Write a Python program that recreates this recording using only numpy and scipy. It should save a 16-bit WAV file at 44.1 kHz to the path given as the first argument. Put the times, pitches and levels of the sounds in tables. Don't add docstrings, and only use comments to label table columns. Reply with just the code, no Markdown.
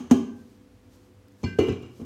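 import sys
import numpy as np
from scipy import signal
from scipy.fft import rfft, irfft
from scipy.io import wavfile
from scipy.ndimage import uniform_filter1d

SR = 44100
rng = np.random.default_rng(int(sys.argv[2]) if len(sys.argv) > 2 else 0)


def ratio_of_db(decibels):
    return 10 ** (np.asarray(decibels, float) / 20)


def store_wav(level_fs):
    pcm = np.round(np.clip(np.atleast_2d(level_fs), -1, 1) * 32767)
    wavfile.write(sys.argv[1], SR, pcm.T.astype(np.int16))


N = 90404
LEAD = 8820


def evened(x):
    return x / np.sqrt(np.mean(x ** 2) + 1e-20)


def read(points, hz):
    f, value = np.transpose(points)
    return np.interp(np.log(hz + 1), np.log(f + 1), value)


def add(mix, start_s, sound):
    part = mix[round(start_s * SR):][:len(sound)]
    part += sound[:len(part)]


def coloured(x, points):
    hz = np.fft.rfftfreq(len(x), 1 / SR)
    return irfft(rfft(x) * ratio_of_db(read(points, hz)), len(x))


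def ring(modes, rise_s=1e-4):
    t = np.arange(SR) / SR
    x = 0
    for hz, db, t60_s in modes:
        x = x + ratio_of_db(db - 60 * t / max(t60_s, .01)) * np.sin(2 * np.pi * hz * t)
    return x * (1 - np.exp(-(t / rise_s) ** 2))


def knocks():
    # start_s, counter_db, floor_db, wall_db, crack_db
    contacts = [(-.08, -45, -29.5, -64, -23), (.004, -68, -32, -48, -50), (0.036, -48, -40, -63, -56),
                (0.071, -48, -47, -63, -53), (0.098, -44, -47, -47.5, -44),
                (.1100, -58, -27.5, -22.5, -22.5), (0.1119, -24, -6.5, -34, -22),
                (1.4316, -42, -31.5, -31.5, -44), (1.437, -18.5, -28.5, -50, -35),
                (1.4754, -66, -43, -54, -51), (1.5864, -20, -42, -9.5, -29), (1.676, -28.5, -35, -39, -45),
                (1.684, -33.5, -43, -23, -40), (1.692, -21, -48, -40, -48), (1.723, -42, -31.5, -42, -47),
                (1.827, -36.5, -69, -40.5, -50), (1.995, -48.5, -38.5, -40.5, -66.5),
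                (2.013, -35, -34.5, -39, -52.5)]
    # pitch_hz; then level_db, t60_s
    counter_hz = [85, 94, 116, 135, 176, 200, 243, 123]
    counter_modes = [(-2.5, 0.17), (-3, 0.3), (-5.5, 0.19), (-53, 0.034), (-15, 0.4), (-12, 0.37),
                     (-1.5, 0.07), (-22.5, 1)]
    floor_hz = [245.7, 256.1, 233, 203.3, 290.2, 335.6, 378.3, 403.4, 461.2, 688, 822.6, 965, 1191]
    floor_modes = [(4.5, 0.12), (-3.5, 0.2), (-18, 0.66), (-27.5, 0.99), (-12, 0.13), (-10, 0.083),
                   (-13, 0.3), (-25.5, 0.72), (-16, 0.14), (-21.5, 0.13), (-16, 0.092), (-28, .07),
                   (-27, 0.1)]
    wall_hz = [419.7, 371.8, 410.4, 448.5, 289.8, 314.2, 341, 248.3, 529, 736, 668, 1090]
    wall_modes = [(9, 0.045), (-9.5, 0.37), (-11, 0.36), (-14.5, 0.37), (0, 0.1), (-10, 0.23), (-21.5, 1),
                  (-16, 0.21), (-20, 0.33), (-9, .05), (-24, 0.22), (-37, 0.38)]
    contact_s = 0.0053, 0.0027, 0.0035
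    pitches = counter_hz, floor_hz, wall_hz
    decays = counter_modes, floor_modes, wall_modes
    bodies = [ring(np.column_stack(modes), rise_s) for *modes, rise_s in zip(pitches, decays, contact_s)]

    near_and_far = np.zeros((2, N + LEAD))
    noises = rng.standard_normal((len(contacts), 2, 6000))
    for (start_s, *body_db, crack_db), noise in zip(contacts, noises):
        flat_db = body_db[0] - max(body_db[1:])
        thump = sum(ratio_of_db(db) * body for db, body in zip(body_db, bodies))
        for mix, snap in zip(near_and_far, crack(noise, crack_db, flat_db)):
            add(mix, start_s + LEAD / SR, thump)
            add(mix, start_s + LEAD / SR, snap)
    return near_and_far


def crack(noise, db, flat_db):
    # pitch_hz, level_db
    crack_colour = [(300, 5.5), (900, 8), (1600, -2.5), (2900, -6.5), (4500, -8.5), (6300, -14),
                    (8500, -11.5), (16000, -21)]
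    # pitch_hz, width_hz, boost_db
    crack_peaks = [(3090, 330, 10), (6390, 690, 17), (2070, 52, -0.5), (1070, 270, 6.5), (1667, 45, 9)]
    rise_s, t60_s, grit_db = 0.00079, 0.057, 3.5
    dull_hz, dull_per_db, dull_most_db = 8000, .9, 10
    room_db = -1

    size = noise.shape[1]
    t, hz = np.arange(size) / SR, np.fft.rfftfreq(size, 1 / SR)
    colour_db = read(crack_colour, hz)
    for peak_hz, width_hz, boost_db in crack_peaks:
        colour_db = colour_db + boost_db / (1 + ((hz - peak_hz) / width_hz) ** 2)
    colour_db -= dull_per_db * np.clip(flat_db, 0, dull_most_db) * np.log2(1 + (hz / dull_hz) ** 2)

    grit = ratio_of_db(grit_db * evened(uniform_filter1d(noise[1], size=30)))
    burst = evened(irfft(rfft(noise[0] * grit) * ratio_of_db(colour_db), size))
    burst = burst * (1 - np.exp(-t / rise_s)) * ratio_of_db(db - 60 * t / t60_s)
    click = np.roll(irfft(ratio_of_db(colour_db), size), 200)
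    click = click * (1 - np.exp(-(t / rise_s) ** 2))
    return burst, ratio_of_db(room_db) * evened(click) * np.sqrt(np.mean(burst ** 2))


def rattle():
    # start_s, level_db, t60_s, brightness_db_per_octave
    shakes = [
        (-.05, -62.5, 1, -3.5),
        (0.11, -38.5, 0.15, 2.5),
        (1.44, -49.5, 0.36, 5.5),
        (1.586, -37.5, 0.47, 0),
        (1.684, -42.5, 0.23, 3.5),
        (1.831, -58, 0.45, 3.5),
        (1.999, -61, 0.33, -4),
    ]
    # pitch_hz, level_db, t60_s
    chatter_modes = [(614, -9, 0.022), (820, -7.5, 0.017), (1110, -3, 0.014), (1390, -3, 0.0069),
                     (2340, -4, 0.026), (2850, -3.5, 0.023), (3120, -9, 0.01), (3930, -12, 0.0094),
                     (5120, -14, 0.0083), (5980, -16.5, 0.01), (7340, -18.5, 0.006), (1066, -5, 0.026)]
    clicks_per_s, spread_db = 700, 1.5

    t = (np.arange(N + LEAD) - LEAD) / SR
    fades = [(t > s) * ratio_of_db(db - 60 * np.maximum(t - s, 0) / t60_s) for s, db, t60_s, _ in shakes]
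    out = 0
    for mode in chatter_modes:
        octaves = np.log2(mode[0] / 2000)
        shake = sum(fade * ratio_of_db(row[3] * octaves) for fade, row in zip(fades, shakes))
        clicks = (rng.random(len(t)) < clicks_per_s / SR) * ratio_of_db(spread_db * rng.standard_normal(len(t)))
        out = out + signal.oaconvolve(clicks * shake, ring([mode])[:4000])[:len(t)]
    return out


def rim():
    # start_s, mode_set (0 tapped, 1 lifted, 2 landed, 3 rebound), level_db, swell_s, free_until_s
    strikes = [
        (.2, 1, -59, 0.038, 0.423),
        (1.437, 0, -35, 0.0027, 1.534),
        (1.462, 1, -41.5, 0.0032, 1.6),
        (1.587, 2, -34, 0.0073, 1.685),
        (1.687, 3, -45, 0.0049, 1.73),
    ]
    # pitch_hz; then level_db, t60_s
    tapped_hz = [998, 808, 2338, 2372, 2047, 3365, 4349, 4340, 4495, 5138, 5152, 6300, 7380]
    tapped_modes = [(-4, 0.14), (-2, 0.073), (0.5, 0.088), (-10.5, 0.94), (-13.5, 2.6), (-21.5, 0.31),
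                    (-6.5, 0.14), (-11, 0.33), (-20, 0.47), (-15, 0.18), (-19, 0.65), (-11, 0.054),
                    (-19, 0.088)]
    lifted_hz = [1561, 1620, 2794, 2650, 2925]
    lifted_modes = [(0, 2.1), (-8, 0.42), (-3, 0.35), (-28, 0.23), (-19, 0.1)]
    landed_hz = [2047, 2372, 2650, 2794, 3795, 4349, 6067, 7230, 2925, 3170, 1850, 2230]
    landed_modes = [(-3, 0.35), (-1, 0.21), (-17, .3), (-1.5, 0.32), (-20, 0.04), (-0.5, 0.11),
                    (-12.5, 0.29), (-15, 0.095), (-4.5, 0.5), (-12, 0.27), (-12, 0.21), (-17, 0.12)]
    # pitch_hz, level_db, t60_s
    rebound_modes = [(5040, -8, .2), (5150, -7.5, 0.13), (2446, -4, 0.26), (2650, 1, 0.34),
                     (5830, -8, 0.09), (1570, -2.5, 0.28), (2007, -1.5, 0.37)]
    damp_s = 0.02
    wobble, wobble_s = .14, .008

    held = (tapped_hz, tapped_modes), (lifted_hz, lifted_modes), (landed_hz, landed_modes)
    bodies = [ring(np.column_stack(modes)) for modes in held] + [ring(rebound_modes)]
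    out, t = np.zeros(N + LEAD), np.arange(SR) / SR
    for start_s, which, db, swell_s, until_s in strikes:
        damping = np.exp(-np.maximum(t + start_s - until_s, 0) / damp_s)
        shape = (1 - np.exp(-t / swell_s)) * damping
        add(out, start_s + LEAD / SR, ratio_of_db(db) * shape * bodies[round(which)])
    flutter = uniform_filter1d(rng.standard_normal(len(out)), size=round(wobble_s * SR))
    return out * (1 + wobble * evened(flutter))


def hand():
    # middle_s, half_length_s, level_db
    brushes = [(-0.003, 0.015, -57), (0.393, 0.054, -63), (0.515, 0.071, -64), (0.944, 0.041, -59.5),
               (1.04, 0.052, -65.5), (1.434, 0.057, -60.5), (1.62, 0.038, -51.5), (1.677, 0.012, -51),
               (1.823, .005, -58), (1.988, 0.065, -57.5)]
    # pitch_hz, level_db
    brush_colour = [(300, 7.5), (2000, -15), (6000, -9), (10000, -18), (14000, -16), (16000, -35)]
    # start_s, level_db, pitch_hz
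    ticks = [(1.283, -60, 5000), (1.322, -68, 6500), (1.825, -60, 5200)]

    t, out = np.arange(N) / SR, np.zeros(N)
    stroke = sum(ratio_of_db(db) * np.exp(-((t - s) / half_s) ** 2) for s, half_s, db in brushes)
    for start_s, db, hz in ticks:
        ping = ring([(hz, 0, .02)], 2e-5)[:900]
        scratch = 0.94 * rng.standard_normal(900) * ratio_of_db(-60 * t[:900] / 0.017)
        add(out, start_s, ratio_of_db(db) * (ping + scratch))
    return out + stroke * evened(coloured(rng.standard_normal(N), brush_colour))


def kitchen(x):
    # pitch_hz, t60_s
    room_decay = [(80, 0.69), (250, 0.51), (700, 0.59), (1500, 0.59), (3000, 0.48), (6000, 0.46),
                  (12000, 0.3)]
    # pitch_hz, level_db
    room_share = [(80, -18.5), (300, -8.5), (600, -11.5), (1000, -11), (3000, -6.5), (8000, -7),
                  (15000, -5)]
    taps = np.zeros(SR)
    at = np.arange(200, SR - 20, 20)
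    taps[at + rng.integers(0, 20, len(at))] = rng.choice([-1., 1.], len(at))
    hz, t, bands = signal.stft(taps, SR, nperseg=512)
    fade = ratio_of_db(-60 * t / read(room_decay, hz)[:, None])
    tail = signal.istft(bands * fade, SR, nperseg=512)[1][:SR]
    return signal.fftconvolve(coloured(x, room_share), tail / np.linalg.norm(tail))[:len(x)]


def background():
    # pitch_hz, width_hz, level_db
    hum_lines = [(96.4, 11, -56.5), (52, 2.9, -60), (200.6, 2.6, -69), (250.3, 4.7, -64),
                 (284.7, 4.1, -65.5), (363, 9, -70)]
    # pitch_hz, level_db
    hiss_colour = [(15, -20), (25, -25.5), (97, -3.5), (167, -9), (430, -10), (493, -13.5), (535, -16),
                   (6130, -32), (16300, -41)]
    hiss_db = -61
    whine_hz, whine_db = 500, -63.5

    hz = np.fft.rfftfreq(N, 1 / SR)
    hum = 0
    for line_hz, width_hz, db in hum_lines:
        spectrum = rfft(rng.standard_normal(N)) / (1 + ((hz - line_hz) / width_hz) ** 2)
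        hum = hum + ratio_of_db(db) * evened(irfft(spectrum, N))
    hiss = ratio_of_db(hiss_db) * evened(coloured(rng.standard_normal(N), hiss_colour))
    whine = ratio_of_db(whine_db) * np.sin(2 * np.pi * whine_hz * np.arange(N) / SR)
    return hum + hiss + whine


def scene():
    (near, far), chatter, metal = knocks(), rattle(), rim()
    rim_room_db = -12
    pan = near + chatter + metal + kitchen(far + chatter + ratio_of_db(rim_room_db) * metal)
    return (pan[LEAD:] + hand() + background())[None]


def low_pass(x):
    return signal.sosfilt(signal.butter(12, 16410, fs=SR, output="sos"), x)


def record(dry):
    low_hz, edge_hz, limit = 76.7, 16000, .9
    x = signal.lfilter(*signal.butter(2, low_hz, "high", fs=SR), dry)
    lowpass = signal.firwin(511, edge_hz, window=("kaiser", 10), fs=SR)
    x = signal.oaconvolve(x, lowpass[None], "same")
    return low_pass(limit * np.tanh(x / limit))


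dry = scene()
out = record(dry)
store_wav(out)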